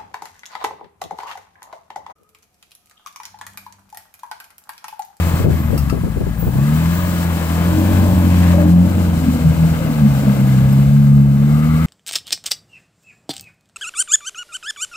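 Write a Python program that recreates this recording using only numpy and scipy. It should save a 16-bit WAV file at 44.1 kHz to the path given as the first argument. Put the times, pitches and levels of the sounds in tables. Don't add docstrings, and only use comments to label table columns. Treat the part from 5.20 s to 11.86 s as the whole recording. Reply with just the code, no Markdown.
import sys
import numpy as np
from scipy import signal
from scipy.fft import rfft, irfft, next_fast_len
from scipy.io import wavfile
from scipy.ndimage import uniform_filter1d, minimum_filter1d

SR = 44100
rng = np.random.default_rng(int(sys.argv[2]) if len(sys.argv) > 2 else 0)


def log_audio(samples):
    frames = np.atleast_2d(samples).T
    limited = np.clip(frames, -1, 1)
    pcm = np.round(limited * 32767).astype(np.int16)
    wavfile.write(sys.argv[1], SR, pcm)


N = 293706
TIME_S = np.arange(N) / SR

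# t/s, firing rate/Hz
FIRING_RATE = [(0.0, 85.5), (0.3, 84), (0.74, 65), (0.96, 50.8), (1.13, 55), (1.22, 56), (1.45, 72),
               (1.61, 81), (1.82, 88.4), (2.3, 82), (2.69, 92.7), (3.45, 85.7), (3.75, 91.5), (4.06, 81.5),
               (4.62, 81.6), (4.9, 69), (5.38, 65.4), (5.71, 71.1), (6.16, 69.6), (6.66, 82)]
# t/s, churn level/dB, clatter level/dB
NOISE_LEVELS = [(0, -31.5, -31.5), (.18, -31, -32.5), (.3, -39, -36.5), (.55, -38, -38.5), (.8, -45, -43),
                (1.22, -41.5, -42.5), (1.55, -35, -33), (1.9, -34, -33), (2.3, -30.5, -32.5),
                (2.8, -28, -31.5), (3.12, -31.5, -34), (3.35, -27.5, -32), (3.56, -31, -36.5),
                (3.8, -31.5, -35.5), (4.2, -32, -35.5), (5.1, -30.5, -34), (5.55, -34, -36.5),
                (6.03, -38.5, -43.5), (6.35, -34, -38), (6.66, -34, -35)]
# t/s, blend/0-1
WET_BLEND = [(3.3, 0.54), (3.8, 1)]
# centre t/s, length/s, ring f/Hz, harmonic lift/dB, ring level/dB
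GAS_BURSTS = [(1.456, 0.37, 168, 13, -40), (2.942, 0.089, 100, -0.5, -17), (3.582, 0.15, 200, 14, -22.5),
              (4.075, 0.16, 239.6, 1, -15.5), (4.281, 0.094, 139.9, 12.5, -18),
              (4.438, 0.11, 146.8, 10, -31), (4.696, 0.074, 239.6, -1, -19),
              (4.85, 0.066, 209.8, 16.5, -14), (5.09, 0.066, 200.7, 10.5, -20), (5.5, 0.17, 118, 1, -26)]


def gain(db):
    return 10 ** (np.asarray(db) / 20)


def unit_rms(x):
    return x / np.sqrt(np.mean(x ** 2) + 1e-20)


def at_hz(table, hz):
    table_hz, values = np.transpose(table)
    return np.interp(np.log(hz + 1), np.log(table_hz + 1), values)


def curves(table):
    times_s, *columns = np.transpose(table)
    return [np.interp(TIME_S, times_s, column) for column in columns]


def swell(centre_s, length_s):
    return .5 ** ((2 * (TIME_S - centre_s) / length_s) ** 2)


def swells(table):
    return sum(gain(db) * swell(centre_s, length_s) for centre_s, length_s, db in table)


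def add(mix, start_s, sound):
    part = mix[..., max(round(start_s * SR), 0):][..., :sound.shape[-1]]
    part += sound[..., :part.shape[-1]]


def filtered(x, response):
    size = next_fast_len(x.shape[-1] + 2048, True)
    hz = np.fft.rfftfreq(size, 1 / SR)
    return irfft(rfft(x, size) * response(hz), size)[..., :x.shape[-1]]


def coloured(x, spectrum):
    return unit_rms(filtered(x, lambda hz: gain(at_hz(spectrum, hz))))


def wander(cutoff_hz, step=8):
    size = next_fast_len(N // step + 2, True)
    hz = np.fft.rfftfreq(size, step / SR)
    slow = irfft(rfft(rng.standard_normal(size)) / (1 + (hz / cutoff_hz) ** 4), size)
    return unit_rms(np.interp(np.arange(N) / step, np.arange(size), slow))


def stereo(a, b):
    # f/Hz, coherence/0-1
    coherence = [(30, .4), (70, .6), (150, .85), (280, .92), (600, .92), (1100, .8), (2000, .35),
                 (4000, .2), (8000, .07), (15000, .04)]
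    common = filtered(a, lambda hz: at_hz(coherence, hz))
    separate = filtered(b, lambda hz: np.sqrt(1 - at_hz(coherence, hz) ** 2))
    return np.array([a, common + separate])


def grainy(drops_per_s, spread_db, share):
    sizes = gain(spread_db * np.minimum(rng.exponential(1, (2, N)), 4))
    signs = rng.choice([-1, 1], (2, N))
    drops = unit_rms(sizes * signs * (rng.random((2, N)) < drops_per_s / SR))
    return stereo(*(np.sqrt(share) * drops + np.sqrt(1 - share) * rng.standard_normal((2, N))))


def resonance(hz, width_hz):
    phase = 2 * np.pi * np.cumsum(hz * np.ones(N)) / SR
    return unit_rms(wander(width_hz / 2) * np.cos(phase) + wander(width_hz / 2) * np.sin(phase))


def whistle():
    # t/s, f/Hz, level/dB
    track = [(0, 15800, -53), (.25, 15000, -47), (.45, 13200, -41), (.65, 11700, -49), (.9, 10200, -55),
             (1.1, 9300, -59), (1.3, 9700, -53), (1.5, 10500, -57), (1.7, 11500, -75)]
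    hz, db = curves(track)
    return gain(db) * np.array([resonance(hz, width_hz=1007) for _ in range(2)])


def squeals(attack_s=.025, rise_hz=450, rise_s=.15):
    # t/s, start f/Hz, level/dB, t60/s
    events = [(1.18, 15000, -26.5, .5), (1.52, 15350, -35, .25), (1.72, 15210, -33, 1.0)]
    out = np.zeros((2, N))
    for start_s, start_hz, db, t60_s in events:
        age_s = np.maximum(TIME_S - start_s, 0)
        hz = start_hz + rise_hz * (1 - np.exp(-age_s / rise_s))
        envelope = np.minimum(age_s / attack_s, 1) * gain(db - 60 * age_s / t60_s)
        out += envelope * np.array([resonance(hz, width_hz=700) for _ in range(2)])
    return out


def gear_whine():
    # t/s, level/dB
    levels = [(0, -40.5), (.7, -45.5), (1, -51), (3, -54), (6.1, -53), (6.3, -40.5), (6.6, -33.5)]
    bands = resonance(1240, width_hz=330) + gain(-6.5) * resonance(2100, width_hz=320)
    return gain(curves(levels)[0]) * bands


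def panel_drone():
    events = [(1.87, 0.24, -35), (2.8, 0.44, -32), (3.39, 0.11, -20.5)]
    return swells(events) * resonance(590, width_hz=97)


def clacks(scrape_db=1, attack_s=.00044):
    # t/s, level/dB, scrape t60/s, tilt/(dB/octave)
    knocks = [(0.577, -26, 0.14, 2), (.697, -26.5, 0.07, -5.5), (1.938, -36, 0.057, 3),
              (5.525, -39.5, 0.039, 8.5)]
    # f/Hz, relative level/dB
    scrape_spectrum = [(500, -25), (1250, -7), (1800, -5), (2550, -8), (3300, -15), (4800, 0), (6500, -10),
                       (9000, -6.5), (13000, -6), (16000, -3)]
    # f/Hz, level/dB, t60/s
    modes = [(1180, -7, 0.12), (1316, -6, 0.1), (2630, -6.5, 0.047), (2720, -9, 0.11), (5100, -10, 0.15),
             (5230, -30, .08), (8300, -13, 0.087), (12100, -9, .08)]
    out, age_s = np.zeros((2, N)), np.arange(SR // 5) / SR
    attack = 1 - np.exp(-age_s / attack_s)
    for start_s, db, t60_s, tilt_db in knocks:
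        tilted = [(hz, band_db + tilt_db * np.log2(hz)) for hz, band_db in scrape_spectrum]
        scrape = coloured(rng.standard_normal((2, len(age_s))), tilted)
        scrape *= gain(scrape_db - 60 * age_s / t60_s)
        ring = 0
        for hz, mode_db, mode_t60_s in modes:
            envelope = gain(mode_db + tilt_db * np.log2(hz / 3000) - 60 * age_s / mode_t60_s)
            ring += envelope * np.sin(2 * np.pi * (hz * age_s + rng.random((2, 1))))
        add(out, start_s, gain(db) * (scrape + ring) * attack)
    return out


def hiss():
    # f/Hz, relative level/dB
    air_spectrum = [(1760, -22), (3000, 2.5), (3400, -3.5), (3970, 2), (5510, -1.5), (6740, -3), (7640, -1),
                    (10500, -5.5), (11600, -1.5), (14200, -2), (15100, 4.5), (15900, -17)]
    spray_spectrum = [(4000, -82), (9000, -23), (12000, -4), (13300, 0), (14300, -8), (15500, 3),
                      (16000, -15)]
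    clatter_db, wet = curves(NOISE_LEVELS)[1], curves(WET_BLEND)[0]
    air_db = clatter_db - 3 - .5 * wet + .98 * wander(13.5)
    air = coloured(grainy(3000, spread_db=4, share=.19), air_spectrum)
    spray_db = clatter_db - 4 - 9 * wet + 1.2 * wander(30.53)
    spray = coloured(grainy(1500, spread_db=3, share=.4), spray_spectrum)
    return gain(air_db) * air + gain(spray_db) * spray


def splashes():
    events = [(3.16, 0.13, -34), (3.29, 0.09, -33)]
    # f/Hz, relative level/dB
    spectrum = [(150, -60), (400, -21), (620, -17), (900, -22), (1600, 1.5), (2400, -2), (4000, -10),
                (9000, -17), (16000, -35)]
    envelope = swells(events) * gain(2 * wander(40))
    return envelope * coloured(grainy(600, spread_db=3.17, share=.51), spectrum)


def crank_rattle(firings, size=256):
    position = firings / 2 * size % size
    shapes = [np.interp(position, np.arange(size), rng.standard_normal(size)) for _ in range(3)]
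    weights = np.array([wander(2.5) for _ in shapes])
    return unit_rms((weights * shapes).sum(0) / np.sqrt((weights ** 2).sum(0) + .1))


def growl(firings, noise, rattle):
    share = rattle * (1 - .75 * curves(WET_BLEND)[0])
    return np.sqrt(share) * crank_rattle(firings) + np.sqrt(1 - share) * noise


def mud_churn(firings):
    # f/Hz, relative level/dB
    early_spectrum = [(100, -70), (250, -9), (410, -6), (490, -9.5), (590, -1), (720, -6), (880, -3.5),
                      (1100, -8), (1800, -61), (4000, -120)]
    wet_spectrum = [(100, -68), (250, -31), (380, -6), (470, 2.5), (600, 1.5), (720, -2.5), (880, -5.5),
                    (1100, -10), (1800, -46), (4000, -120)]
    level_db, wet = curves(NOISE_LEVELS)[0], curves(WET_BLEND)[0]
    drive = growl(firings, grainy(500, spread_db=3, share=.3), rattle=.17)
    slop = (1 - wet) * coloured(drive, early_spectrum) + wet * coloured(drive, wet_spectrum)
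    lumps_db = wander(25)
    return gain(level_db + lumps_db) * slop


def engine_clatter(firings):
    # f/Hz, relative level/dB
    early_spectrum = [(500, -59), (850, -6), (1030, 8.5), (1390, -10.5), (1550, -3.5), (1680, 4.5),
                      (1930, -6), (2120, -11.5), (2480, -6), (2650, -4), (2810, -24), (3100, -7),
                      (3600, -12.5), (4680, -51), (7920, -120)]
    wet_spectrum = [(500, -51), (850, -8), (1030, -9), (1230, 0.5), (1340, -4), (1590, -2), (1690, -4),
                    (1840, -12), (2070, -3.5), (2340, -10), (2570, -7), (2780, -10), (3020, -10.5),
                    (3330, -14.5), (3600, -12.5), (4680, -23), (7920, -120)]
    level_db, wet = curves(NOISE_LEVELS)[1], curves(WET_BLEND)[0]
    drive = growl(firings, grainy(900, spread_db=3, share=.45), rattle=.33)
    clatter = (1 - wet) * coloured(drive, early_spectrum) + wet * coloured(drive, wet_spectrum)
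    beat_db = .11 * np.cos(np.pi * firings) + wander(41)
    return gain(level_db + beat_db) * clatter


def pipe_hoots(rate_hz):
    events = [(1.39, .14, 4.5, -30), (2.616, 0.24, 3.5, -21.5), (3.487, 0.18, 3.5, -22.5),
              (3.74, 0.19, 3.5, -31), (6.168, 0.22, 5, -33), (6.5, 0.28, 4, -35)]
    return sum(gain(db) * swell(centre_s, length_s) * resonance(multiple * rate_hz, width_hz=12.5)
               for centre_s, length_s, multiple, db in events)


def pipe_blurts():
    return sum(gain(db) * swell(centre_s, length_s) * resonance(hz, width_hz=65)
               for centre_s, length_s, hz, _, db in GAS_BURSTS)


def exhaust_coughs(level_db=-9, right_db=-7, attack_s=.0014, decay_s=.018):
    # t/s, relative level/dB
    events = [(0.198, -12), (0.241, -4.5), (0.259, -1.5), (0.281, -3), (0.297, -12), (0.334, -13),
              (0.5, -14.5), (0.529, -10), (0.551, -16), (0.724, -13.5), (0.744, -16.5), (0.77, -18.5),
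              (0.835, -12.5), (0.864, -16.5), (0.967, -14), (1.005, -12), (1.065, -16), (1.223, -16),
              (1.266, -9.5), (1.352, -14), (1.383, -15.5)]
    # f/Hz, relative level/dB
    spectrum = [(30, -6), (80, 14.5), (200, 5.5), (380, -0.5), (600, -9), (850, -21.5), (1500, -46),
                (4000, -68), (9000, -110)]
    out, age_s = np.zeros((2, N)), np.arange(SR // 8) / SR
    envelope = (1 - np.exp(-age_s / attack_s)) * np.exp(-age_s / decay_s)
    for start_s, db in events:
        puff = coloured(rng.standard_normal((2, len(age_s))), spectrum) * envelope
        add(out, start_s, gain(db + level_db) * unit_rms(puff))
    return out * gain([[0], [right_db]])


def uneven_firing(firings):
    fired = np.diff(np.floor(firings), prepend=0)
    puff = .5 + np.exp(-(firings % 1) / .13)
    return unit_rms(fired * rng.standard_normal(N)) + .76 * unit_rms(puff * rng.standard_normal(N))


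def exhaust_burble(firings, rate_hz):
    # t/s, throb level/dB, gurgle level/dB
    levels = [(0, -21.5, -29.5), (1.35, -24, -31.5), (1.6, -26.5, -29.5), (2.35, -35, -29),
              (2.55, -24, -23), (3.4, -27, -23.5), (4.5, -23, -29), (5.3, -25.5, -21.5), (5.75, -23, -30),
              (5.95, -34, -27), (6.66, -31, -31)]
    # f/Hz, relative level/dB
    throb_spectrum = [(8, -45), (30, -5), (50, -1), (75, 7), (105, 2), (150, 7.5), (185, 0.5), (250, -60),
                      (600, -120)]
    gurgle_spectrum = [(30, -80), (110, -40), (160, -7), (190, 6), (230, 0.5), (280, -2.5), (325, -7),
                       (385, -18), (600, -42), (1500, -120)]
    pipe_response = [(100, -4), (220, 4), (270, 0.5), (312, 1.5), (340, -0.5), (380, -20)]
    # multiple of firing rate, level re gurgle/dB
    side_lines = [(1.5, -6.5), (2.5, -8), (3.5, -7), (4, -9.5)]
    throb_db, gurgle_db = curves(levels)
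    throb = coloured(stereo(uneven_firing(firings), uneven_firing(firings)), throb_spectrum)
    gurgle = coloured(stereo(uneven_firing(firings), uneven_firing(firings)), gurgle_spectrum)
    lines = 0
    for multiple, db in side_lines:
        line = np.sqrt(2) * np.cos(2 * np.pi * multiple * firings + .5 * wander(4))
        lines += gain(db + at_hz(pipe_response, multiple * rate_hz)) * line
    damping_db = curves(WET_BLEND)[0]
    return gain(throb_db) * throb + gain(gurgle_db) * gurgle + gain(gurgle_db - damping_db) * lines


def exhaust_drone(firings, rate_hz, throttle_opens_s=1.31, opening_s=.025, lift_octaves=.61):
    # t/s, level/dB
    effort = [(0, -20), (.55, -20.5), (1.05, -30.5), (1.3, -26), (1.6, -22), (2.2, -23), (2.75, -15),
              (3.3, -13.5), (3.8, -19.5), (4.7, -20), (5.35, -13.5), (5.97, -10), (6.15, -13), (6.66, -14)]
    # t/s, depth/0-1
    immersion = [(3.3, 0.06), (3.55, 0), (4.4, 0.1), (4.85, 0.8), (5.9, 0.99), (6.3, 0.95), (6.66, 0.47)]
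    harmonics = [(1, 3.5, 1, -16.5), (2, -.5, -6, 1.5), (3, -3, -2.5, 1)]
    # f/Hz, gain/dB
    silencer = [(55, -2), (72, -5), (83, -1.5), (91, -1), (135, 1), (160, -1), (172, 2.5), (186, -6.5),
                (200, -3.5), (215, -1.5), (240, -4), (255, -14), (275, -10.5)]
    # centre t/s, length/s, gain/dB
    chokes = [(3.702, .07, -4), (4.185, 0.041, -5), (4.35, 0.047, -3), (4.588, 0.073, -3),
              (5.03, 0.045, -6.5), (5.159, 0.043, -6)]
    effort_db, depth = curves(effort)[0], curves(immersion)[0]
    shut = .5 - .5 * np.tanh((TIME_S - throttle_opens_s) / opening_s)
    choke_db = sum(db * swell(centre_s, length_s) for centre_s, length_s, db in chokes)
    note = 0
    for multiple, level_db, shut_db, submerged_db in harmonics:
        hz = multiple * rate_hz
        db = effort_db + level_db + at_hz(silencer, hz)
        db += shut_db * shut + submerged_db * depth + choke_db
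        for centre_s, length_s, ring_hz, lift_db, _ in GAS_BURSTS:
            near_ring = np.exp(-(np.log2(hz / ring_hz) / lift_octaves) ** 2)
            db += lift_db * swell(centre_s, length_s) * near_ring
        db += (.68 + .6 * depth) * wander(8.4)
        lag_rad = .85 * (multiple - 1) ** 1.54
        note += gain(db) * np.sqrt(2) * np.cos(2 * np.pi * multiple * firings - lag_rad)
    return note


def scene():
    # t/s, left minus right/dB
    pipe_balance = [(0, .8), (.25, 1.5), (.6, 4), (1.25, 5.5), (1.5, .6), (6.66, 0)]
    rate_hz = curves(FIRING_RATE)[0]
    firings = np.cumsum(rate_hz * (1 + .003 * wander(20))) / SR
    exhaust = exhaust_drone(firings, rate_hz) + exhaust_burble(firings, rate_hz) + pipe_blurts()
    exhaust *= gain(np.outer([.5, -.5], curves(pipe_balance)[0]))
    noises = exhaust_coughs() + mud_churn(firings) + engine_clatter(firings) + hiss() + splashes()
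    tones = whistle() + gear_whine() + panel_drone() + pipe_hoots(rate_hz) + squeals()
    return exhaust + noises + tones + clacks()


def limited(x, ceiling=.92, window_samples=1200):
    needed_gain = np.minimum(1, ceiling / (abs(x).max(0) + 1e-9))
    return x * uniform_filter1d(minimum_filter1d(needed_gain, window_samples), window_samples)


def record(dry):
    # f/Hz, left minus right/dB
    balance = [(60, .4), (200, .7), (320, 2), (550, 5.5), (1000, 7.5), (2000, 6), (3000, 3.5), (4500, 0),
               (5700, 3), (7500, 13), (9500, 7), (12000, 0), (15500, 0)]
    # f/Hz, left phase lead/rad
    lead = [(0, 0), (45, .1), (85, .25), (150, .45), (220, .52), (330, .7), (600, .8), (1100, 1.5),
            (2100, 1.5), (4200, 2.2), (8000, 2.3), (13000, 0)]
    left = filtered(dry[0], lambda hz: gain(at_hz(balance, hz) / 2))
    right = filtered(dry[1], lambda hz: gain(-at_hz(balance, hz) / 2) * np.exp(-1j * at_hz(lead, hz)))
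    lowpass = signal.firwin(1023, cutoff=15950, window=("kaiser", 9), fs=SR)
    return signal.oaconvolve(limited(np.array([left, right])), lowpass[None], "same")


dry = scene()
out = record(dry)
log_audio(out)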